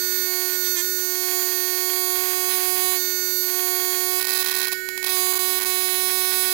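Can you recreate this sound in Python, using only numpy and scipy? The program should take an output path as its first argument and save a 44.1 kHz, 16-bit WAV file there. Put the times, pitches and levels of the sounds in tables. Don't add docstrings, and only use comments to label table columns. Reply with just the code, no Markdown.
import sys
import numpy as np
from scipy import signal
from scipy.fft import rfft, irfft
from scipy.io import wavfile
from scipy.ndimage import uniform_filter1d, map_coordinates

SR = 44100
rng = np.random.default_rng(int(sys.argv[2]) if len(sys.argv) > 2 else 0)


def wav_out(sig):
    wavfile.write(sys.argv[1], SR, np.round(np.clip(np.atleast_2d(sig).T, -1, 1) * 32767).astype(np.int16))


N = 287966
TIME = np.arange(N) / SR


def from_db(db):
    return 10 ** (np.asarray(db) / 20)


def unit_rms(x):
    return x / np.sqrt(np.mean(x ** 2) + 1e-20)


def drift(per_s):
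    knots = unit_rms(rng.standard_normal(int(per_s * N / SR) + 2))
    return np.interp(TIME * per_s, np.arange(len(knots)), knots)


def within(at, spans):
    return np.any([(at > start * SR) & (at < end * SR) for start, end in spans], axis=0)


def colour(x, spectrum, notches=(), size=4096):
    hz = np.maximum(np.arange(size // 2 + 1) * SR / size, 1)
    knot_hz, knot_db = np.transpose(spectrum)
    db = np.interp(np.log(hz), np.log(knot_hz), knot_db)
    for centre, width, depth in notches:
        db = db + depth / (1 + (2 * (hz - centre) / width) ** 2)
    cepstrum = irfft(np.log(from_db(db)))
    cepstrum[1:size // 2] *= 2
    cepstrum[size // 2 + 1:] = 0
    return signal.oaconvolve(x, irfft(np.exp(rfft(cepstrum))))[:N]


def noise(spectrum, shaping=colour):
    return unit_rms(shaping(rng.standard_normal(N), spectrum))


def clicks(at, sizes, half_width=8):
    taps = at.astype(int)[:, None] + np.arange(-half_width, half_width + 1)
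    offset = taps - at[:, None]
    shapes = sizes[:, None] * np.sinc(offset) * np.sinc(offset / (half_width + 1))
    return np.bincount(np.clip(taps, 0, N - 1).ravel(), shapes.ravel(), N)


def harmonics(cycles, levels, wander_db=1.9):
    total = np.zeros(N)
    for k, db in levels:
        lag = .558 * k + .0382 * k * k
        total += from_db(db + wander_db * drift(5.6)) * np.sin(2 * np.pi * (k * cycles - lag))
    return np.sqrt(2) * total


# harmonic number, then level/dB at each of the four gap widths in WHINE_GAPS
BUZZ_PARTIALS = [(2, -62, -42.5, -42.5, -84), (3, -88, -52, -41.5, -43.5), (4, -42.0, -52, -54.5, -41),
                 (5, -45, -46, -53, -46), (6, -48.5, -43.5, -50.0, -54), (7, -65, -87, -54.0, -45),
                 (8, -62.5, -66, -84, -74), (9, -65, -44, -55, -40), (10, -45, -52.5, -49.0, -44.5),
                 (11, -53, -55, -64, -66), (12, -38, -39, -49, -76), (13, -41.5, -41, -40.5, -45),
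                 (14, -53.5, -53, -59, -67), (15, -47.5, -46, -54, -51), (16, -47, -62, -90, -78),
                 (17, -36, -44, -44, -45), (18, -46, -47, -43.5, -52), (19, -48, -39, -43, -49),
                 (20, -43.5, -48, -67, -53), (21, -47, -70.0, -43, -42.5), (22, -54.5, -47.5, -55, -53),
                 (23, -48.5, -47.5, -47, -67), (24, -62.5, -70.0, -51, -51), (25, -54.5, -64, -67, -63),
                 (26, -46.0, -43, -45, -72), (27, -53, -43, -37, -54), (28, -70.0, -49, -38, -38),
                 (29, -48.0, -52.0, -73, -67), (30, -49, -45, -67.5, -63), (31, -43.5, -51.0, -43, -51),
                 (32, -47, -39, -41, -42), (33, -34, -32.5, -38.5, -47), (34, -34, -34, -33, -64),
                 (35, -37, -33, -47.0, -57), (36, -50.0, -56, -66, -61), (37, -54, -62.0, -64, -68),
                 (38, -55, -57, -32, -39), (39, -50.5, -40, -34, -37), (40, -43, -51.5, -70, -70.0),
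                 (41, -46, -40, -43, -47), (42, -47, -67.5, -68, -64), (43, -38, -68, -70.0, -66)]
WHINE_GAPS = (.15, .57, .81, .89)
def whine_levels(gap, sag, hop=100):
    table = np.array(BUZZ_PARTIALS)
    orders = np.round(table[:, 0])
    column = np.interp(gap[::hop], WHINE_GAPS, np.arange(len(WHINE_GAPS)))
    for k in orders:
        row = k * (1 - sag[::hop]) - orders[0]
        db = map_coordinates(table[:, 1:], [row, column], order=1, mode="nearest")
        yield k, np.interp(np.arange(N), np.arange(0, N, hop), db)


# harmonic number, level/dB
IDLE_WHINE = [(2, -23), (3, -29), (4, -0.5), (5, 0), (6, -1.5), (7, -19), (8, -20), (9, -19), (10, -27),
              (11, -15.5), (12, -17), (13, -20), (14, -22), (15, -20), (16, -17), (17, -24), (18, -16),
              (19, -11), (20, -22), (21, -25), (22, -20), (23, -26), (24, -14.5)]
def transformer(cycles, firing, gap, sag):
    unsteady = cycles + .0007 * drift(300)
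    buzzing = harmonics(unsteady, whine_levels(gap, sag))
    idle = from_db(-38.5) * harmonics(unsteady, IDLE_WHINE)
    idle_ring = from_db(-45.5) * np.sqrt(2) * np.sin(2 * np.pi * 33 * unsteady)
    duty = uniform_filter1d(firing, size=400)
    firing_db, idle_db = np.interp(gap, WHINE_GAPS, (-38, -36.5, -37, -39)), -41
    hum = from_db(duty * firing_db + (1 - duty) * idle_db) * np.cos(2 * np.pi * (cycles + 0.028))
    return firing * buzzing + (1 - firing) * (idle + idle_ring) + np.sqrt(2) * hum


# f/Hz, level/dB
ROOM_SPECTRUM = [(25, -10), (60, -10.5), (110, -6.5), (170, -9.5), (300, 0), (420, -4), (540, -22),
                 (1000, -13), (4000, -12), (15800, -17)]
MAINS_TONES = [(50, -69), (100, -73), (240, -68.5)]
def workshop():
    hum = sum(from_db(db) * np.sqrt(2) * np.sin(2 * np.pi * hz * TIME) for hz, db in MAINS_TONES)
    air = from_db(-56.5) * noise(ROOM_SPECTRUM)
    return air + hum * from_db(0.93 * drift(4.1))


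# centre t/s, duration/s, relative strength, pitch sag/Hz
TIP_FLARES = [(0.12, 0.37, 0.48, 0.13), (0.546, 0.047, 0.73, 0.4), (0.66, 0.07, 0.73, 0.6),
              (0.787, 0.064, 1.1, 12)]
def flares():
    envelopes = [np.exp(-np.abs(2 * (TIME - centre) / length) ** 5) for centre, length, *_ in TIP_FLARES]
    return np.array(TIP_FLARES)[:, 2:].T @ np.array(envelopes)


# f/Hz, width/Hz, level/dB
BENCH_NOTCHES = [(526, 120, -29), (1301, 68, -16.5), (2860, 60, -5), (3500, 110, -10), (5560, 300, -4),
                 (6800, 100, -5), (11300, 200, -5)]
def interference(x, spectrum):
    return colour(x, spectrum, BENCH_NOTCHES)


# f/Hz, level/dB
FLARE_SPECTRUM = [(600, -20), (1050, -4), (1400, -15), (1770, -0.5), (2900, -13), (3520, 4.5), (3900, -5.5),
                  (4450, 4), (5200, -8), (6200, -1), (7000, 2), (8200, -0.5), (9300, -10), (12200, -18),
                  (13500, -16), (15800, -13)]
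FIZZ_SPECTRUM = [(600, -26), (2500, -14), (5000, -14), (8000, -11), (9500, -9), (10700, -3), (11500, -7),
                 (12300, -4), (13100, -7), (14200, 1), (15800, -6)]
def sizzle(cycles, firing, gap, flare, corona_db=-12, ember_db=-61, flare_db=-35):
    decay = unit_rms(np.exp(-0.82 * (cycles % 1)))
    puffs = (firing + from_db(corona_db) * (1 - firing)) * decay
    tips = (from_db(ember_db) + from_db(flare_db) * flare) * noise(FLARE_SPECTRUM, interference)
    fizz = from_db(-33.5) * gap ** .9 * noise(FIZZ_SPECTRUM, interference)
    return puffs * (tips + fizz)


# start t/s, end t/s
SPUTTER_SPANS = [(0.104, 0.108), (0.161, 0.206), (0.237, 0.249), (0.327, 0.343), (0.371, 0.378),
                 (0.401, 0.424), (0.459, 0.462), (0.482, 0.524), (1.146, 1.151), (1.197, 1.203),
                 (1.232, 1.241), (1.272, 1.331), (1.392, 1.431), (1.477, 1.533), (1.602, 1.606),
                 (1.644, 1.647), (1.679, 1.707), (1.747, 1.751), (1.777, 1.811), (1.893, 1.928),
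                 (1.96, 1.986), (2.157, 2.215), (2.235, 2.346), (2.386, 2.393), (2.413, 2.446),
                 (2.492, 2.556), (2.576, 2.663), (2.692, 2.715), (2.758, 2.826), (2.918, 2.978),
                 (3.441, 3.454), (3.482, 3.505), (3.541, 3.546), (3.59, 3.612), (3.666, 3.685),
                 (3.75, 3.766), (3.799, 3.815), (3.848, 3.854), (3.903, 4.043), (4.115, 4.15), (4.2, 4.392),
                 (4.42, 4.687), (5.06, 5.117), (5.179, 5.203), (5.269, 5.292), (5.326, 5.355),
                 (5.38, 5.392), (5.447, 5.455), (5.488, 5.505), (5.537, 5.553), (5.586, 5.662),
                 (5.695, 5.72), (5.764, 5.771), (5.807, 5.865), (5.886, 5.894), (5.937, 5.961),
                 (6.0, 6.006), (6.086, 6.114), (6.316, 6.342), (6.44, 6.474), (6.494, 6.5)]
# f/Hz, level/dB
POP_SPECTRUM = [(30, -33), (150, -10), (370, -3.5), (750, 3), (1100, 1), (1900, -2.5), (2600, 0),
                (3600, -6), (7000, -34)]
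CRACK_SPECTRUM = [(300, -45), (1500, -5.5), (3000, -2), (3900, -3), (5200, -9.5), (6500, -9), (8500, -11.5),
                  (9600, -8), (10600, -2), (11800, -4.5), (13200, -9.5), (14200, -3), (15000, -1.5),
                  (15800, -5)]
RASP_SPECTRUM = [(300, -42), (1500, -2.5), (2600, -7.5), (3100, -30), (3900, -5), (5200, 3), (6500, -6.5),
                 (15800, -36.5)]
SPIT_SPECTRUM = [(400, -40), (900, 0), (1600, 1.5), (2300, 1.5), (2900, -1), (4000, 0), (4800, -3),
                 (5800, -13), (9000, -19)]
def sparks(at, fires, gap, wide, flare):
    timing, size, edge = rng.standard_normal((len(at), 3)).T
    spurt = within(at, SPUTTER_SPANS)
    spurt_onset = spurt & ~np.roll(spurt, 1)
    feeble_share = np.where(spurt, .26, .008 * gap)
    feeble = spurt_onset | (rng.random(len(at)) < feeble_share)
    scatter_db = np.where(spurt, .5, .12) * size
    edge_db = np.where(spurt, .9, .35) * edge
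    strength = fires * from_db(scatter_db - 2.5 * flare)
    jitter_s = 2e-5 * wide * gap ** 4 + .8e-5 * flare
    when = at + (2.5e-5 * feeble + jitter_s * timing) * SR
    pop = clicks(when, strength * from_db(-4.5 * wide - 6.5 * feeble) * gap)
    crack = clicks(when, strength * from_db(1 - 10 * feeble + edge_db) * gap)
    rasp = clicks(when, strength * from_db(-6 + edge_db) * wide * gap)
    stray = (rng.random(len(at)) < 0.22) * from_db(-20.5 + 6 * size)
    spit_delay_s = 0.000301 * np.abs(edge)
    spit = clicks(when + spit_delay_s * SR, strength * (stray + feeble * from_db(-6.5) * np.sqrt(gap)))
    buzz = clicks(when, fires * flare ** 2 * from_db(-6.5))
    layers = [(pop, POP_SPECTRUM), (crack, CRACK_SPECTRUM), (rasp, RASP_SPECTRUM),
              (spit, SPIT_SPECTRUM), (buzz, FLARE_SPECTRUM)]
    return sum(interference(pulses, spectrum) for pulses, spectrum in layers)


def treble(x):
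    return signal.sosfilt(signal.butter(2, 2500, "high", fs=SR, output="sos"), x)


# delay/ms, level/dB
BENCH_ECHOES = [(.31, -7), (.985, -11), (1.213, -8), (2.193, -12), (2.969, -13)]
def bench(x):
    ms, db = np.transpose(BENCH_ECHOES)
    response = np.trim_zeros(clicks(ms * SR / 1000, from_db(db)), "b")
    return treble(signal.oaconvolve(x, response)[:N])


def walls(x, t60_s=0.42, size=8192):
    t = TIME[:size]
    response = rng.standard_normal(size) * from_db(-60 * t / t60_s) * (t > .0004)
    return from_db(-4) * treble(signal.oaconvolve(x, response / np.linalg.norm(response))[:N])


# start t/s, end t/s
STALLS = [(4.229, 4.243), (4.254, 4.267), (4.429, 4.442), (4.528, 4.539), (4.655, 4.668), (4.685, 4.717),
          (4.733, 4.886), (4.889, 4.977), (4.980, 5.026), (5.029, 5.042), (5.050, 5.061), (5.380, 5.391)]
# end t/s, cycles missed
MISFIRES = [(4.208, 2), (4.224, 2), (4.249, 1), (4.280, 2), (4.288, 1), (4.296, 1), (4.315, 2), (4.326, 1),
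            (4.345, 2), (4.369, 1), (4.385, 2), (4.460, 3), (4.469, 1), (4.482, 2), (4.493, 1), (4.506, 3),
            (4.523, 1), (4.544, 1), (4.560, 2), (4.584, 2), (4.596, 1), (4.613, 2), (4.627, 2), (4.636, 1),
            (4.644, 1), (4.652, 1), (4.679, 2), (4.724, 1), (5.079, 1), (5.088, 2), (5.115, 1), (5.334, 2),
            (5.353, 2), (5.597, 2), (5.610, 2), (5.618, 1), (5.626, 1), (5.648, 3), (5.656, 2)]
def stutter(at):
    fires = 1.0 * ~within(at, STALLS)
    for end_s, missed in MISFIRES:
        resume = np.searchsorted(at, end_s * SR)
        fires[resume - missed:resume] = 0
    return fires


# f/Hz, level/dB
LEAK_SPECTRUM = [(370, -50), (1100, -50), (1500, -31), (1850, -26.5), (2100, -50), (3500, -54),
                 (4600, -31.5), (5600, -52), (9000, -43.5), (12000, -41), (14000, -36), (15700, -19)]
RUMBLE_SPECTRUM = [(20, -41), (50, -4), (100, 2), (200, -9), (500, -15.5), (1800, -17), (2300, -17.5),
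                   (15800, -33)]
def dead_microphone(right):
    return colour(right, LEAK_SPECTRUM) + from_db(-74.5) * noise(RUMBLE_SPECTRUM)


# t/s, gap as a fraction of the widest that a spark can jump
WIRE_GAP = [(0, .1), (.23, 0.12), (.31, 0.41), (.44, .43), (.55, .17), (.97, 0.1), (1.35, .58),
            (1.58, 0.39), (2.0, 0.62), (2.46, 0.72), (2.52, 0.88), (2.6, 0.73), (2.94, 0.8), (3.0, 0.2),
            (3.4, 0.12), (3.6, 0.6), (4.05, .62), (4.18, 0.76), (4.22, 0.99), (5.03, 1.0), (5.2, 0.78),
            (5.55, 0.86), (5.7, 0.85), (6.53, 0.9)]
SHORTED_HZ, GAP_RISE_HZ, UNLOADED_RISE_HZ = 364.88, 4.5, 2.2
def scene(half_load_gap=.87):
    gap = np.clip(np.interp(TIME, *np.transpose(WIRE_GAP)), .01, 1.1)
    flare, sag_hz = flares()
    unloaded = 1 - 1 / (1 + (gap / half_load_gap) ** 14)
    pitch_hz = SHORTED_HZ + GAP_RISE_HZ * gap + UNLOADED_RISE_HZ * unloaded - sag_hz
    cycles = np.cumsum(pitch_hz + 0.324 * drift(40)) / SR
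    starts = np.interp(np.arange(1, int(cycles[-1])), cycles, np.arange(N))
    i = starts.astype(int)
    fires = stutter(starts)
    mid_cycle = starts + SR / pitch_hz.mean() / 2
    firing = np.interp(np.arange(N), mid_cycle, fires)
    arc = sparks(starts, fires, gap[i], unloaded[i], flare[i])
    echoes = bench(arc) + walls(arc)
    whine = transformer(cycles, firing, gap, sag_hz / SHORTED_HZ)
    right = whine + arc + echoes + sizzle(cycles, firing, gap, flare) + workshop()
    return 2 * np.array([dead_microphone(right), right])


def record(dry, cutoff_hz=15780):
    return signal.sosfilt(signal.ellip(12, .1, 80, cutoff_hz, fs=SR, output="sos"), dry)


dry = scene()
out = record(dry)
wav_out(out)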